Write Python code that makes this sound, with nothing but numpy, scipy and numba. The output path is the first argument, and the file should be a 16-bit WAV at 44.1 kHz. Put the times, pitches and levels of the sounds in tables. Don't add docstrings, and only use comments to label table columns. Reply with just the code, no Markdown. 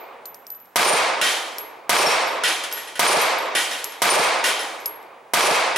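import sys
import numpy as np
from scipy import signal
from scipy.io import wavfile
from scipy.ndimage import uniform_filter1d, minimum_filter1d, map_coordinates
from numba import njit

SR = 44100
rng = np.random.default_rng(int(sys.argv[2]) if len(sys.argv) > 2 else 0)


def generate_wav(signal):
    frames = np.transpose(np.atleast_2d(signal))
    scaled = np.clip(frames, -1, 1) * 32767
    pcm = np.round(scaled).astype(np.int16)
    wavfile.write(sys.argv[1], SR, pcm)


N = 254456
LEAD = SR + SR // 4
TOP_HZ = 16000
BANDS_HZ = 35 * 2 ** (np.arange(27) / 3)

# frequency in Hz, side minus mid in dB.
WIDTH = [(60, -9), (300, -12.5), (900, -6), (3000, -9.5), (7500, -4.5), (15000, -38)]
# frequency in Hz, left minus right in dB.
LEAN = [(40, 2), (150, -2), (400, -3), (1200, -0.5), (15000, -0.1)]
# frequency in Hz, relative density in dB per Hz.
HUSH = [(24, -52), (40, -29), (108, 0.5), (606, -2), (998, 4.5), (4130, -19), (11800, -21.5), (13000, -49),
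        (15500, -8)]
# start in seconds, tick level in dB, mouth note in Hz, ring in Hz, ring level in dB.
CASE_LANDINGS = [(.001, -64, 5450, 12080, -45), (0.256, -28.5, 4350, 12060, -32.5),
                 (0.345, -33.5, 5400, 12030, -45), (.4677, -33.5, 5100, 12060, -39),
                 (0.503, -34, 4740, 12030, -32), (.548, -44, 4860, 12030, -43),
                 (.601, -50, 5000, 12000, -43.5), (.657, -49, 5500, 12030, -58),
                 (1.5837, -21, 5415, 11510, -28.5), (2.272, -45, 5600, 11400, -37),
                 (2.726, -21, 5355, 11540, -24.5), (3.215, -50, 5500, 11504, -27),
                 (3.385, -55, 5500, 11510, -38), (3.843, -16, 5600, 11580, -28.5),
                 (4.802, -42, 5670, 11562, -47), (4.8586, -17.5, 5100, 11430, -24.5),
                 (5.0276, -45, 12500, 11400, -65)]
# start in seconds, level in dB, share of the full ringing time.
PLATE_SLAMS = [(1.2130, -10, 1.6), (1.2742, -35, 1.1), (2.4359, -9, 1.14), (2.636, -21.5, 0.54),
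               (2.713, -29.5, 2.5), (2.772, -28.5, 0.86), (2.874, -33, 0.94), (2.955, -28.5, 1.1),
               (3.5501, -12.5, 1.45), (3.711, -23.5, 1.83), (3.921, -34.5, 0.75), (4.4400, -11.5, 1.23),
               (4.592, -24.5, 1.54), (5.7598, -14, 1.5)]
# centre in Hz, relative level in dB, full t60 in seconds.
CLANG_BANDS = [(158, -31.5, 0.24), (1690, -8.5, 0.22), (2080, -18.5, 0.99), (3170, -11, 0.56),
               (10600, -19, 0.16)]
# frequency in Hz, relative level in dB, full t60 in seconds.
RATTLE_BANDS = [(120, -59, 0.11), (387, -8, 0.35), (930, -8, 0.68), (1600, -3.5, 0.76), (3000, -2.5, 0.71),
                (5030, -1, 0.66), (7940, -8.5, 0.56), (11230, 7.5, 0.47), (15300, -50, 0.19)]
# frequency in Hz, relative level in dB, full t60 in seconds.
RACK_MODES = [(1470, -13, 0.31), (1894, -12, 0.32), (1964, -17, 0.25), (2320, -20.5, 0.58),
              (2480, -20, 0.52), (2580, -41, 0.18), (2790, -14.5, 0.28), (3123, -16, 0.66),
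              (3173, -20.5, 0.83), (3540, -30, 0.59), (3950, -36, 0.28), (5260, -14.5, 0.15),
              (10800, -22, 0.35), (10720, -15.5, 0.33)]
# frequency in Hz, level in dB when struck near its belly, t60 in seconds.
PLATE_MODES = [(2589, -20, 1.36), (5450, -23, 1.3), (5790, -23, .4), (8818, -24, .7), (9082, -16, .55),
               (9297, -17, .57), (9873, -18, .3), (10066, -19, .5), (14335, -40, .98)]
# start in seconds, ring level in dB,
# places in PLATE_MODES of the modes whose bellies the bullet lands near.
BULLET_STRIKES = [(.836, 0, [4, 6]), (1.974, 0, [0, 1, 3, 8]), (3.075, -5, [2, 3, 4, 7]),
                  (4.101, -2, [3, 5, 8]), (5.405, -3, [0, 2, 7])]
# centre in Hz, level in dB, t60 in seconds.
LEAD_SPLASH = [(5500, -15, 0.21), (9900, -21, 0.39)]
# frequency in Hz, near echoes in dB, their t60 in seconds, far woods in dB, their t60 in seconds.
RANGE_ANSWER = [(40.4, -23, 0.36, -59, 2.3), (121, -48.5, 1, -53.5, 2.4), (159, -16.5, 0.46, -66, 2.2),
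                (255, -14.5, 0.24, -33, 2.24), (443, -13, 0.56, -22, 2.55), (1030, -7.5, 0.66, -12, 2.1),
                (1500, -7.5, 0.27, -16.5, 1.77), (2390, -8.5, 0.89, -15.5, 1.96),
                (2780, -10.5, 0.87, -24, 1.92), (3940, -9.5, 0.74, -17.5, 1.52),
                (7900, -12, 0.75, -39, 1.4), (10270, -3.5, 0.55, -57, 0.67), (15000, -19, 0.3, -62, 0.79)]
# delay in seconds, gain over the near echoes in dB, spread in seconds, centre in Hz, width in octaves.
CRACK_AND_REFLECTORS = [(0, 25, 0.0054, 4500, 7), (.004, 19, 0.012, 2440, 3.9),
                        (0.017, 9, 0.018, 1400, 1.4), (0.036, 9.5, 0.0053, 1160, 2.2),
                        (0.071, 19, 0.0044, 1520, 1.6), (0.103, 14, 0.0076, 410, 0.58),
                        (.142, 22.5, 0.018, 483, .45), (.175, 16, 0.016, 224, 0.89),
                        (.32, 15, 0.055, 585, 0.2), (0.366, 29, 0.059, 262, 0.47)]
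SHOT_TIMES = [.7577, 1.8935, 2.9930, 4.0182, 5.3352]
# start in seconds, level in dB.
EARLIER_SHOT = (-1.0, 0)

AIR_DB = -53.5
WHINE_HZ, WHINE_DB = 15740, -78
CASE_T60_S, BEAT_HZ = 0.31, 75
MOUTH_T60_S, MOUTH_DB = 0.0055, 2.5
STEEL_PAN = 0.16
SLAM_RISE_S, RISE_LOG_PER_DB = 0.0011, -0.08
OFF_BELLY_DB = -17
BLAST_DB = -3.5
LUMPS_DB, LUMPS_PER_S = 1.6, 90
LIMIT_DB, LIMIT_RATIO = -10, 10.3
ATTACK_S, RELEASE_S, AHEAD = .0002, .012, 100
LOW_CUT_HZ = 187


def undb(db):
    return 10 ** (np.asarray(db) / 20)


def column(table, hz, order):
    rows = np.array(table)
    return np.interp(np.log(hz), np.log(rows[:, 0]), rows[:, order])


def fade(t, t60):
    return np.exp(-np.log(1000) * t / t60)


def walk(size, rate):
    k = int(SR / rate)
    steps = np.repeat(rng.standard_normal(size // k + 1), k)
    return uniform_filter1d(uniform_filter1d(steps, size=k), size=k)[:size]


def add(track, s, sound):
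    i = LEAD + int(s * SR)
    n = min(sound.shape[-1], track.shape[-1] - i)
    track[..., i:i + n] += sound[..., :n]


def band_noise(hz, size, octaves=1 / 3):
    half = 2 ** (octaves / 2)
    sos = signal.butter(2, [hz / half, min(hz * half, TOP_HZ)], "band", fs=SR, output="sos")
    noise = signal.sosfilt(sos, rng.standard_normal((2, size + 4096)))
    mid, side = noise[:, 4096:] * np.sqrt(SR / hz)
    sign = np.array([[1], [-1]])
    stereo = mid + sign * undb(column(WIDTH, hz, order=1)) * side
    return stereo * undb(sign * column(LEAN, hz, order=1) / 2)


def ring(hz, db, t60, length_s, waver_db, rate, pan=0.):
    t = np.arange(int(length_s * SR)) / SR
    phases = 2 * np.pi * rng.random(len(hz))
    side = pan * rng.standard_normal(len(hz))
    modes = []
    for f, level_db, decay, phase in zip(hz, db, t60, phases):
        level = undb(level_db + waver_db * walk(len(t), rate))
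        modes.append(level * fade(t, decay) * np.sin(2 * np.pi * f * t + phase))
    return np.array([1 + side, 1 - side]) @ np.array(modes)


def air(size):
    hush = sum(undb(column(HUSH, hz, order=1)) * np.sqrt(hz) * band_noise(hz, size=size, octaves=2 / 3)
               for hz in BANDS_HZ[::2])
    whine = undb(WHINE_DB) * np.sqrt(2) * np.sin(2 * np.pi * WHINE_HZ * np.arange(size) / SR)
    return hush * undb(AIR_DB) / np.std(hush) + whine


def cases(track):
    t = np.arange(SR // 8) / SR
    for s, tick_db, mouth_hz, hz, ring_db in CASE_LANDINGS:
        click = np.diff(rng.standard_normal(len(t) + 1)) * fade(t, 0.0033)
        knock = undb(-7) * fade(t, 0.013) * band_noise(7800.0, size=len(t), octaves=1.5)
        scatter = undb(-23.0) * fade(t, 0.14) * band_noise(7800.0, size=len(t), octaves=1.3)
        mouth = undb(MOUTH_DB) * fade(t, MOUTH_T60_S) * np.sin(2 * np.pi * mouth_hz * t)
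        add(track, s, undb(tick_db) * (0.5 * click + knock + mouth + scatter))
        beat_hz = BEAT_HZ * np.exp(0.54 * rng.standard_normal())
        pair_hz = [hz - beat_hz / 2, hz + beat_hz / 2]
        walls = ring(pair_hz, [ring_db, ring_db - 6.5], [CASE_T60_S] * 2,
                     length_s=0.49, waver_db=4.0, rate=144.0)
        add(track, s, walls)


def rack(track):
    hz, mode_db, t60 = np.transpose(RACK_MODES)
    loudest = max(db for _, db, _ in PLATE_SLAMS)
    for s, db, share in PLATE_SLAMS:
        length_s = .75 * min(share, 1)
        t = np.arange(int(length_s * SR)) / SR
        clang = sum(undb(d) * fade(t, share * decay) * band_noise(f, size=len(t), octaves=0.5)
                    for f, d, decay in CLANG_BANDS)
        rattle = 0
        for f in BANDS_HZ[4::2]:
            flicker = undb(column(RATTLE_BANDS, f, order=1) + 1.3 * walk(len(t), 56.5))
            tail = fade(t, share * column(RATTLE_BANDS, f, order=2))
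            rattle = rattle + flicker * tail * band_noise(f, size=len(t), octaves=2 / 3)
        modes = ring(hz, mode_db, share * t60, length_s, waver_db=5, rate=220., pan=STEEL_PAN)
        rise_s = SLAM_RISE_S * np.exp(RISE_LOG_PER_DB * (loudest - db))
        envelope = np.minimum(t / rise_s, 1) * (1 - t / t[-1])
        add(track, s, undb(db) * (clang + undb(-11.5) * rattle + modes) * envelope)


def plates(track):
    hz, db, t60 = np.transpose(PLATE_MODES)
    t = np.arange(SR // 2) / SR
    for s, strike_db, struck in BULLET_STRIKES:
        splash = sum(undb(d) * fade(t, decay) * band_noise(f, size=len(t), octaves=0.31)
                     for f, d, decay in LEAD_SPLASH)
        off_belly = ~np.isin(np.arange(len(db)), struck)
        mode_db = db + strike_db + OFF_BELLY_DB * off_belly
        ringing = ring(hz, mode_db, t60, length_s=.5, waver_db=7.0, rate=56.0, pan=STEEL_PAN)
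        add(track, s, splash + ringing * np.cos(np.pi * t))


def blast_and_echo():
    t, out = np.arange(2 * SR) / SR, 0
    shapes = [np.clip(4 * (t - s) / spread, 0, 1) * np.exp(-np.abs(t - s) / spread)
              for s, _, spread, _, _ in CRACK_AND_REFLECTORS]
    for hz in BANDS_HZ:
        near = undb(column(RANGE_ANSWER, hz, order=1)) * fade(t, column(RANGE_ANSWER, hz, order=2))
        far = undb(column(RANGE_ANSWER, hz, order=3)) * fade(t, column(RANGE_ANSWER, hz, order=4))
        bumps = 0
        for (_, db, _, mid_hz, width), shape in zip(CRACK_AND_REFLECTORS, shapes):
            colour = np.exp(-(np.log2(hz / mid_hz) / width) ** 2 / 2)
            bumps = bumps + undb(db) * colour * shape
        lumps = undb(LUMPS_DB * walk(len(t), LUMPS_PER_S))
        out = out + (near * (1 + bumps) + far) * lumps * band_noise(hz, size=len(t))
    return out


def shots(track):
    echo = blast_and_echo()
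    i = np.arange(echo.shape[1])
    for s, db in [EARLIER_SHOT] + [(s, BLAST_DB) for s in SHOT_TIMES]:
        paths = i + 5 * walk(len(i), 25)
        blast = np.array([map_coordinates(c, [paths], order=3) for c in echo])
        add(track, s, undb(db) * blast)


@njit
def follow(x, attack, release):
    e, y = 0., np.empty(len(x))
    for i in range(len(x)):
        e += (x[i] - e) * (attack if x[i] > e else release)
        y[i] = e
    return y


def limiter(x):
    e = follow(np.abs(x).max(axis=0), 1 / (ATTACK_S * SR), 1 / (RELEASE_S * SR))
    gain = np.minimum(1, undb(LIMIT_DB) / (e + 1e-9)) ** (1 - 1 / LIMIT_RATIO)
    ahead = minimum_filter1d(gain, size=AHEAD, origin=-AHEAD // 2)
    return x * uniform_filter1d(ahead, size=33)


def scene():
    track = air(size=LEAD + N)
    for source in (cases, rack, plates, shots):
        source(track)
    return limiter(track)[:, LEAD:]


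def record(dry):
    bass_cut = signal.butter(1, LOW_CUT_HZ, "high", fs=SR, output="sos")
    rounded = np.tanh(1.214 * signal.sosfilt(bass_cut, dry)) / 1.27
    top_cut = signal.ellip(8, .2, 70, TOP_HZ, fs=SR, output="sos")
    return signal.sosfilt(top_cut, rounded)


dry = scene()
out = record(dry)
generate_wav(out)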